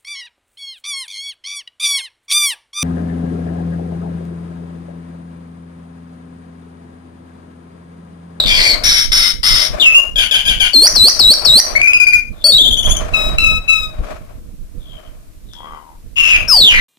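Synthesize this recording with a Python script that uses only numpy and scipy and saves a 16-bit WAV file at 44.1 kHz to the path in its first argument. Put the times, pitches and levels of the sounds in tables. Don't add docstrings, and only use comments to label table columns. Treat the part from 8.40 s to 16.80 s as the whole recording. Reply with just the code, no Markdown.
import sys
import numpy as np
from scipy import signal
from scipy.fft import rfft, irfft
from scipy.io import wavfile
from scipy.ndimage import uniform_filter1d

SR = 44100
rng = np.random.default_rng(int(sys.argv[2]) if len(sys.argv) > 2 else 0)


def to_wav(sig):
    pcm = np.clip(np.atleast_2d(sig), -1, 1) * 32767
    pcm = np.round(pcm).astype(np.int16)
    wavfile.write(sys.argv[1], SR, pcm.T)


N = 370440


def from_db(db):
    return 10 ** (np.asarray(db) / 20)


def rms_one(x):
    return x / np.sqrt(np.mean(x ** 2) + 1e-20)


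def drift(rate_hz):
    r = np.exp(-2 * np.pi * rate_hz / SR)
    return rms_one(signal.lfilter([1], [1, -2 * r, r * r], rng.standard_normal(N + SR))[SR:])


def coloured(spectrum):
    hz, db = np.transpose(spectrum)
    bin_hz = np.arange(N // 2 + 1) * SR / N
    gain = from_db(np.interp(np.log(bin_hz + 1), np.log(hz), db))
    return rms_one(irfft(rfft(rng.standard_normal((2, N))) * gain, N))


def resonance(x, hz, width_hz):
    r = np.exp(-np.pi * width_hz / SR)
    return signal.lfilter([1, 0, -1], [1, -2 * r * np.cos(2 * np.pi * hz / SR), r * r], x)


def contours(notes):
    t, gate = np.arange(N) / SR, np.zeros(N)
    for note in notes:
        gate[int(note[0][0] * SR):int(note[-1][0] * SR) + 1] = 1
    times, *columns = np.transpose(np.concatenate(notes))
    return [np.interp(t, times, c) for c in columns], uniform_filter1d(gate, 90)


def hiss(level_db=-53):
    # f/Hz, level/dB
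    spectrum = [(180, -30.5), (300, -2), (434, -21), (694, -23.5), (742, -24), (1430, -24.5),
                (5550, -25.5), (14200, -24), (16500, -64)]
    return from_db(level_db) * coloured(spectrum)


def wind():
    # t/s, buffeting level/dB, hum and rush level/dB
    gusts = [(0.0, -48, -26), (0.07, -17.5, -42), (0.28, -32, -36.5), (0.42, -18.5, -35.5),
             (0.49, -21.5, -44), (0.61, -35, -48), (0.68, -26, -56), (0.89, -34, -57), (1.1, -26, -77),
             (1.17, -24, -46), (1.24, -44, -39), (1.31, -22, -38.5), (1.45, -37, -38.5), (1.52, -20.5, -34),
             (1.61, -47, -38), (1.68, -39, -46.5), (1.78, -19, -64), (1.92, -33, -55), (2.03, -35.5, -60),
             (2.1, -21.5, -58), (2.36, -38.5, -56), (2.5, -21.5, -29), (2.62, -25, -46.5), (2.71, -33, -38),
             (2.88, -31, -39.5), (3.02, -35, -36), (3.16, -31.5, -33), (3.3, -37, -33), (3.41, -26, -39.5),
             (3.48, -37, -46), (3.81, -31.5, -62), (3.9, -24.5, -65), (3.95, -32, -53.5), (4.05, -41, -55),
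             (4.19, -31, -43), (4.3, -16, -51), (4.42, -28.5, -50.5), (4.47, -16, -35), (4.7, -27.5, -36),
             (4.84, -21.5, -36), (4.96, -25, -38), (5.15, -20.5, -50.5), (5.29, -34, -50.5),
             (5.54, -29, -52), (5.61, -20.5, -43), (5.71, -31.5, -39), (5.85, -33.5, -54),
             (6.13, -34.5, -71.5), (6.25, -37.5, -70), (6.41, -35, -65.5), (6.62, -39, -52),
             (6.85, -38.5, -66), (7.02, -35, -73), (7.3, -38, -70), (7.51, -47, -71), (7.67, -33.5, -70),
             (7.76, -41, -72), (7.98, -29, -36), (8.09, -29, -46.5), (8.28, -25, -38), (8.33, -8, -31),
             (8.4, -16, -52)]
    # f/Hz, level/dB
    buffet_spectrum = [(12, -35), (20, 2), (123, -20), (217, -25.5), (269, -29.5), (431, -38.5),
                       (500, -31.5), (650, -66.5), (1100, -120)]
    # f/Hz, level/dB
    rush_spectrum = [(120, -50), (200, -20), (540, -16), (620, -8), (888, -22.5), (1110, -15),
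                     (2060, -26), (2400, -21.5), (2750, -29.5), (12000, -46), (15600, -74.5),
                     (22000, -120)]
    (buffet_db, hum_db), _ = contours([gusts])
    lumps = from_db(4.6 * np.array([drift(12), drift(12)]))
    buffet = coloured(buffet_spectrum) * lumps * from_db(buffet_db) * from_db([[-2.75], [3.75]])
    hum = rms_one(resonance(rng.standard_normal(N), hz=625, width_hz=40)) * [[2.4], [-.5]]
    rush = coloured(rush_spectrum) * from_db(5) * [[1.7], [.8]]
    return buffet + (hum + rush) * from_db(hum_db + 2.3 * drift(25))


def yard(x, t60_s=0.24, left_db=3, right_db=-7):
    t = np.arange(int(.6 * SR)) / SR
    tail = rng.standard_normal((2, len(t))) * from_db(-60 * t / t60_s) * (t > .004)
    tail = signal.lfilter([.5], [1, -.4], tail)
    tail = tail / np.sqrt(np.sum(tail ** 2, axis=1, keepdims=True))
    return signal.fftconvolve(x[None], tail, axes=1)[:, :N] * from_db([[left_db], [right_db]])


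def at_ports(x, left_lag_samples=9, left_db=9):
    late = np.interp(np.arange(N) - left_lag_samples, np.arange(N), x)
    return np.array([late * from_db(left_db), x])


def syrinx(notes, partials, flutter, shake_hz=420):
    (hz, level_db, rough, bright_db), gate = contours(notes)
    flutter_hz, sweep_hz, dip = flutter
    span = slice(int(notes[0][0][0] * SR), int(notes[-1][-1][0] * SR) + 90)
    rough = np.clip(rough, 0, 1)
    beat = (np.cumsum(flutter_hz * (1 + 0.091 * drift(20))) / SR) % 1
    pitch = hz * (1 + 0.06 * rough * drift(shake_hz)) + rough * sweep_hz * (.5 - beat)
    phase = 2 * np.pi * np.cumsum(pitch[span]) / SR
    shake_db = 6 * rough * drift(shake_hz)
    chop = 1 - np.clip(dip * rough, 0, 1) * np.cos(np.pi * beat) ** 2
    voice = np.zeros(N)
    for n, (multiple, db) in enumerate(partials):
        sway_db = np.roll(shake_db, 500 * n)[span]
        voice[span] += from_db(db + sway_db + (multiple != 1) * bright_db[span]) * np.sin(multiple * phase)
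    return np.sqrt(2) * voice * gate * from_db(level_db) * chop


def far_bird():
    # t/s, f/Hz, level/dB, roughness/0-1, brightness/dB
    calls = [
        [(0.0, 4030, 1, 0.36, 0), (0.014, 3964, -24.5, 0.8, 0), (0.132, 3350, -15, 0.47, 0),
         (0.26, 3870, -41, 0.4, 0)],
        [(3.93, 4170, -66, 0.53, 0), (3.954, 3680, -66, 0.34, 0.0061), (4.03, 3630, -38.5, 0.54, 0.0037)],
        [(6.38, 3770, -76, 0.5, 0.0052), (6.402, 3700, -60, 0.49, 0), (6.496, 3390, -48, 0.52, 0),
         (6.584, 3200, -50, 0.35, 0), (6.596, 3170, -65, 0.31, 0), (6.68, 3230, -55, 0.46, 0.018)],
        [(7.04, 4050, -80, 0.4, 0), (7.062, 3820, -70, 0.5, 0), (7.152, 3517, -44.5, 0.4, 0),
         (7.258, 3334, -52.5, 0.31, 0), (7.316, 3300, -56, 0.34, 0), (7.354, 3210, -58, 0.4, 0.019),
         (7.43, 3120, -68, 0.4, 0)],
    ]
    return 1.2 * syrinx(calls, [(0.97, 0)], flutter=(85, 640, 2.8))


def thin_tones():
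    # t/s, f/Hz, level/dB
    notes = [
        [(4.04, 9185, -37), (4.05, 9185, -22.5), (4.072, 9185, -11), (4.082, 9185, -24), (4.14, 9188, -26)],
        [(4.2, 10760, -41.5), (4.306, 10500, -43.5), (4.332, 10760, -33), (4.362, 10500, -48),
         (4.396, 10760, -39), (4.422, 10450, -44), (4.532, 11040, -32), (4.55, 10760, -43.5)],
    ]
    (hz, level_db), gate = contours(notes)
    return np.sin(2 * np.pi * np.cumsum(hz) / SR) * from_db(level_db) * gate * [[3.2], [.32]]


def claw_tick():
    # t/s, level before the band-pass/dB
    knocks = [(7.135, -18.5)]
    bursts, decay = np.zeros(N), np.exp(-np.arange(200) / 15.4)
    for at_s, level_db in knocks:
        start = int(at_s * SR)
        bursts[start:start + 200] = from_db(level_db) * rng.standard_normal(200) * decay
    return signal.sosfilt(signal.butter(2, [1200, 5000], "band", fs=SR, output="sos"), bursts)


def croak(lower_hz=956, upper_hz=2000, decay_s=0.0045):
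    # t/s, pulse rate/Hz, f/Hz, level/dB
    throat = [(7.15, 77, 977, -61), (7.206, 77, 1012, -42), (7.332, 77, 1170, -38), (7.434, 77, 998, -48.5),
              (7.5, 77, 922, -50), (7.58, 77, 940, -61.5)]
    (pulse_hz, throat_hz, level_db), gate = contours([throat])
    cycles = np.cumsum(pulse_hz * (1 + 0.033 * drift(30))) / SR
    since_pulse = (cycles % 1) / pulse_hz
    ring = np.sin(2 * np.pi * throat_hz * since_pulse)
    ring += 0.24 * np.sin(2 * np.pi * lower_hz * since_pulse)
    ring += from_db(-18.5) * np.sin(2 * np.pi * upper_hz * since_pulse)
    return 2.17 * ring * np.exp(-since_pulse / decay_s) * from_db(level_db + 2.4 * drift(210)) * gate


def starling():
    # t/s, f/Hz, level/dB, roughness/0-1, brightness/dB
    rasp = [
        [(0.06, 4347, -31, 0.77, -2), (0.092, 4677, -23.5, 0.7, 9.5), (0.158, 4750, -23.5, 0.65, 4.5),
         (0.198, 4523, -22, 0.88, 5.5), (0.286, 4538, -16, 0.36, 5.5), (0.318, 4310, -14, 0.69, -7.5),
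         (0.35, 4390, -30, 0.7, 8)],
    ]
    screeches = [
        [(0.436, 5468, -24, 0.62, 2), (0.492, 5756, -15, 0.58, 2.5), (0.516, 5467, -17, 0.5, 2),
         (0.536, 5580, -16.5, 0.77, -1), (0.608, 5475, -19, 0.49, -0.5), (0.664, 5564, -41, 0.75, 3)],
        [(0.718, 5240, -19.5, 0.69, -2), (0.73, 5456, -15.5, 0.48, -3.0), (0.788, 5460, -13.5, 0.58, -2),
         (0.84, 5415, -17.5, 0.58, -1), (0.89, 5370, -20.5, 0.6, -4), (0.924, 5434, -29.5, 0.6, 0.5)],
        [(1.031, 5233, -21.5, 0.6, -2), (1.079, 5350, -17.0, 0.68, 1.0), (1.187, 5307, -20.5, 0.61, -1),
         (1.225, 5426, -23, 0.69, 0.5), (1.257, 5502, -25, 0.78, -1.5), (1.275, 5340, -29.5, 0.79, 2)],
    ]
    dipping_whistle = [
        [(1.398, 3560, -21, 0.26, 6.5), (1.418, 3630, -15, 0.37, 5), (1.43, 2950, -11, 0.28, -2.5),
         (1.45, 2700, -14, 0.24, -4), (1.482, 2609, 2.5, 0.24, -1), (1.528, 2627, -24, 0.11, 7),
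         (1.552, 2757, -5.5, 0.059, -4.5), (1.594, 2856, -10.0, 0.05, -8), (1.626, 2806, -44, 0.05, 4),
         (1.74, 2856, -47, 0.05, 9)],
    ]
    chatter = [
        [(1.758, 3370, -16, 0.05, -10.0), (1.774, 3196, -21.0, 0.19, -2.0), (1.79, 3350, -13, 0.5, 0),
         (1.84, 3060, -19.5, 0.5, 3), (1.874, 3126, -28, 0.5, 3)],
        [(1.911, 3430, -14, 0.05, -1.1), (1.939, 3107, -17, 0.5, -0.12), (1.949, 3260, -7.5, 0.5, -1.0),
         (1.971, 3206, -12.5, 0.5, 0.16), (2.015, 3067, -27, 0.5, 0.0)],
        [(2.052, 3384, -22.5, 0.05, 2.0), (2.068, 3132, -18.5, 0.19, 0.72), (2.086, 3346, -12.5, 0.5, 0.078),
         (2.12, 3105, -11.5, 0.5, -1.0), (2.154, 3146, -34, 0.5, 0.0)],
        [(2.198, 3510, -27, 0.05, 1.0), (2.206, 3260, -13, 0.05, -1.36), (2.222, 3060, -14, 0.47, 1.6),
         (2.264, 3067, -16, 0.5, 0.8), (2.3, 2997, -34, 0.5, 0.0)],
    ]
    scoops = [
        [(2.333, 4630, -23.5, 0.026, -12), (2.345, 4300, -18, 0.04, -13.5), (2.359, 4153, -11, 0.047, -10),
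         (2.415, 4234, -11.5, 0.041, 6.5), (2.457, 4605, -9.5, 0.22, 13.5), (2.459, 4836, -9.5, 0.21, 8.5),
         (2.467, 4840, -16.5, 0.12, 0), (2.469, 5294, -5.5, 0.31, 1.5), (2.481, 6060, -4, 0.37, -7.5)],
        [(2.553, 5770, -22.5, 0.027, -9), (2.565, 4560, -14, 0.025, -2.5), (2.573, 4210, -16, 0.03, -7),
         (2.595, 3964, -20.5, 0.037, 8.5), (2.631, 4024, -7.5, 0.072, 5.0), (2.683, 4656, -9, 0.31, 4),
         (2.685, 5120, -3.5, 0.27, 3.5), (2.693, 5730, -17.5, 0.55, 1), (2.701, 5770, -6, 0.42, -2)],
        [(2.792, 5469, -19, 0.04, -8), (2.808, 4256, -13, 0.026, -4), (2.832, 3805, -20, 0.037, 0),
         (2.848, 3815, -11.5, 0.053, -3.5), (2.896, 4005, -12, 0.13, 5), (2.922, 4573, -1.5, 0.2, 6.5),
         (2.932, 4637, -22, 0.43, 4), (2.938, 5490, -10.5, 0.32, 2.5), (2.942, 5580, -7, 0.69, -3)],
        [(3.049, 5600, -19.5, 0.025, -14), (3.063, 4442, -14.5, 0.016, -5), (3.069, 4177, -20, 0.033, -2.5),
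         (3.097, 3732, -13.5, 0.082, 2.5), (3.135, 3945, -14.5, 0.022, 2.5), (3.165, 4155, -6, 0.064, 6.5),
         (3.193, 4876, -5.5, 0.3, 12), (3.195, 5290, -20.5, 0.28, 1.5), (3.203, 5860, 7, 0.35, 0.5)],
    ]
    pips = [
        [(3.352, 1940, -19, 0.03, 1.5), (3.356, 2120, -23, 0.027, 5), (3.362, 2210, -13.5, 0.034, 1.5),
         (3.382, 2223, -16, 0.03, -5)],
        [(3.39, 2206, -21, 0.03, -7.0), (3.394, 2226, -28, 0.03, -11), (3.4, 2250, -21, 0.03, -6.5),
         (3.404, 2240, -17, 0.028, -10.0)],
        [(3.416, 2390, 0, 0.039, -4.5), (3.422, 2468, -18.5, 0.03, -4), (3.444, 2310, -12, 0.03, -10),
         (3.454, 2430, -26.5, 0.03, -7)],
        [(3.472, 2184, -12.5, 0.03, 1.5), (3.476, 2510, -17.5, 0.034, -14.5), (3.48, 2482, -8.0, 0.034, -4.5),
         (3.52, 2513, -19, 0.018, -19)],
        [(3.534, 2562, -1, 0.035, -3), (3.54, 2450, -17.5, 0.03, 10.5), (3.546, 2480, -8.5, 0.037, 2),
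         (3.578, 2493, -15.5, 0.023, -9)],
        [(3.6, 2460, -13.5, 0.03, -1.5), (3.604, 2459, -12.0, 0.03, 4.0), (3.638, 2425, -19.5, 0.03, 0.5),
         (3.644, 2450, -17.5, 0.03, -5.5)],
        [(3.668, 2300, -14, 0.03, 2.7), (3.678, 2446, -11, 0.03, 0.88), (3.704, 2380, -18, 0.03, 6.1),
         (3.712, 2440, -16, 0.03, 2.0)],
        [(3.734, 2158, -7, 0.03, 4), (3.736, 2434, -9, 0.03, 1.0), (3.744, 2444, -6.5, 0.03, -2.0),
         (3.778, 2382, -21.5, 0.03, -8)],
    ]
    trill = [
        [(4.041, 4470, -17.5, 0.025, -9.5), (4.077, 4554, -14, 0.045, -1), (4.101, 4462, -16.5, 0.03, -11),
         (4.111, 4350, -12, 0.03, -10)],
        [(4.12, 4490, -22, 0.03, -2), (4.122, 3639, -17.0, 0.035, 0.0), (4.15, 3797, -14, 0.034, -7),
         (4.174, 3962, -11, 0.03, -6)],
        [(4.18, 3973, -18.5, 0.03, -8), (4.184, 3208, -15, 0.03, -2), (4.222, 3655, -12.5, 0.03, -7.5),
         (4.232, 3509, -26, 0.03, -8)],
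        [(4.242, 3750, -38, 0.03, -5.5), (4.248, 3096, -24, 0.033, -2), (4.254, 3186, -19, 0.03, -5.5),
         (4.292, 3630, -22, 0.03, -5)],
        [(4.305, 3620, -31, 0.03, -2), (4.311, 3133, -21, 0.03, -1), (4.319, 3207, -26.5, 0.038, 0),
         (4.345, 3480, -20, 0.03, -2)],
        [(4.367, 2993, -35.0, 0.034, 11), (4.381, 3130, -28.5, 0.03, 11), (4.395, 3435, -21, 0.03, 3.8),
         (4.405, 3402, -28, 0.03, 2.0)],
        [(4.43, 3454, -34, 0.03, 8.0), (4.432, 3040, -29, 0.03, 11), (4.436, 2930, -37, 0.03, 14),
         (4.466, 3400, -21, 0.03, 6.3)],
        [(4.49, 2920, -40, 0.029, 21), (4.496, 3050, -37, 0.03, 23), (4.52, 3464, -24.5, 0.03, 18),
         (4.532, 3290, -34, 0.03, 15)],
        [(4.563, 3040, -44, 0.03, 19), (4.569, 3100, -28.0, 0.03, 21.3), (4.577, 3130, -39.5, 0.03, 21),
         (4.589, 3320, -43, 0.03, 12.0)],
    ]
    nasal_calls = [
        [(4.736, 2648, -22, 0.019, -17), (4.744, 2605, -12.5, 0.03, -18.5), (4.772, 2562, -20.5, 0.041, -5),
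         (4.89, 2562, -36.5, 0.044, 9), (4.904, 2540, -34.5, 0.03, -5), (4.914, 2519, -48.5, 0.034, 4)],
        [(4.98, 2670, -38, 0.033, -20), (4.986, 2648, 0, 0.03, -17), (4.992, 2670, -16, 0.023, -9.5),
         (5.082, 2583, -15, 0.022, -11.5), (5.182, 2583, -23, 0.026, -8.5), (5.2, 2619, -51, 0.03, -5)],
        [(5.279, 2612, -21, 0.03, -23), (5.297, 2627, -10, 0.026, -14.5), (5.371, 2562, -20.5, 0.021, -7),
         (5.463, 2519, -34, 0.038, 1), (5.475, 2519, -54, 0.034, 10), (5.499, 2562, -52.0, 0.03, 8)],
    ]
    hoarse_call = [
        [(7.758, 2810, -35, 0.39, -5), (7.768, 2720, -17.5, 0.43, -4), (7.796, 2740, -10, 0.36, -4.5),
         (7.88, 2710, -15, 0.57, 7.5), (7.946, 2517, -3, 0.45, -5), (7.97, 2518, -5.5, 0.62, 2.5)],
    ]
    falling_whistle = [
        [(8.078, 4750, -36, 0.019, -10), (8.082, 5580, -39, 0.027, 2.0), (8.084, 5490, -25, 0.03, -4),
         (8.126, 4995, -16, 0.029, -4), (8.204, 4340, -15, 0.18, 1), (8.222, 3856, -7.5, 0.27, -3),
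         (8.266, 3436, -6, 0.42, -7), (8.292, 3016, 3, 0.27, 1), (8.33, 2618, -10.5, 0.91, 2),
         (8.34, 2300, -6, 0.71, 3), (8.398, 1936, -11, 0.37, 9)],
    ]
    song = syrinx(rasp, [(.5, -6.5), (.72, -18), (1, 0.5), (1.2, -17), (1.5, -23), (2, -26.5)],
                  (150, 800, 0.2))
    song += syrinx(screeches, [(.39, -9), (.56, -14.5), (.63, -11), (.7, -8.5), (.84, -12.5),
                               (.98, 1.5), (1.7, -16.5), (2, -16)], (250, 100, .3))
    song += syrinx(dipping_whistle, [(1, 1), (2, -29)], (20, 110, 0.43))
    song += syrinx(chatter, [(.5, -20), (.75, -12), (1, -2), (1.5, -19), (2, -22), (3.3, -19.5)],
                   (47, 900, 0.42))
    song += syrinx(scoops, [(1, 4), (2, -16), (3, -27.5)], (80, 20, .1))
    song += syrinx(pips, [(1, 2), (2, -18.5), (4, -37)], (80, 29, 0.16))
    song += syrinx(trill, [(1, 5), (2, -14.5), (3, -25.5)], (80, 20, .1))
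    song += syrinx(nasal_calls, [(.5, -9), (1, -3), (1.5, 1), (2, -15), (2.5, -24.5), (3, -27),
                                 (3.5, -35), (4, -33), (4.5, -29.5), (5, -34), (5.5, -35), (6, -29)],
                   (62, 15.1, 0.074))
    song += syrinx(hoarse_call, [(.5, -42), (1, -2), (2, -26), (2.5, -31.5), (3, -49)], (180, 590, 0.96))
    song += syrinx(falling_whistle, [(1, 5.5), (2, -19.5)], (140, 830, 0.36))
    return song


def scene():
    birds = starling() + croak() + claw_tick() + far_bird()
    return at_ports(birds) + yard(birds) + thin_tones() + wind() + hiss()


def limiter(x, limit_db=1, recover_db_per_s=160, attack_s=.001):
    ramp = recover_db_per_s * np.arange(N) / SR
    over_db = np.maximum(20 * np.log10(np.abs(x) + 1e-9) - limit_db, 0)
    held_db = np.maximum.accumulate(over_db + ramp, axis=1) - ramp
    return x * from_db(-uniform_filter1d(held_db, int(attack_s * SR) + 2, axis=1))


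def record(dry):
    capture_hz, cutoff_hz = 48000, 16200
    captured = np.clip(signal.resample_poly(limiter(dry), capture_hz, SR, axis=1), -.97, .97)
    nearest = np.round(np.arange(N) * capture_hz / SR).astype(int)
    mirrored = captured[:, np.minimum(nearest, captured.shape[1] - 1)]
    low_pass = signal.cheby2(14, 60, cutoff_hz, fs=SR, output="sos")
    return np.clip(signal.sosfilt(low_pass, mirrored), -1, 1)


dry = scene()
out = record(dry)
to_wav(out)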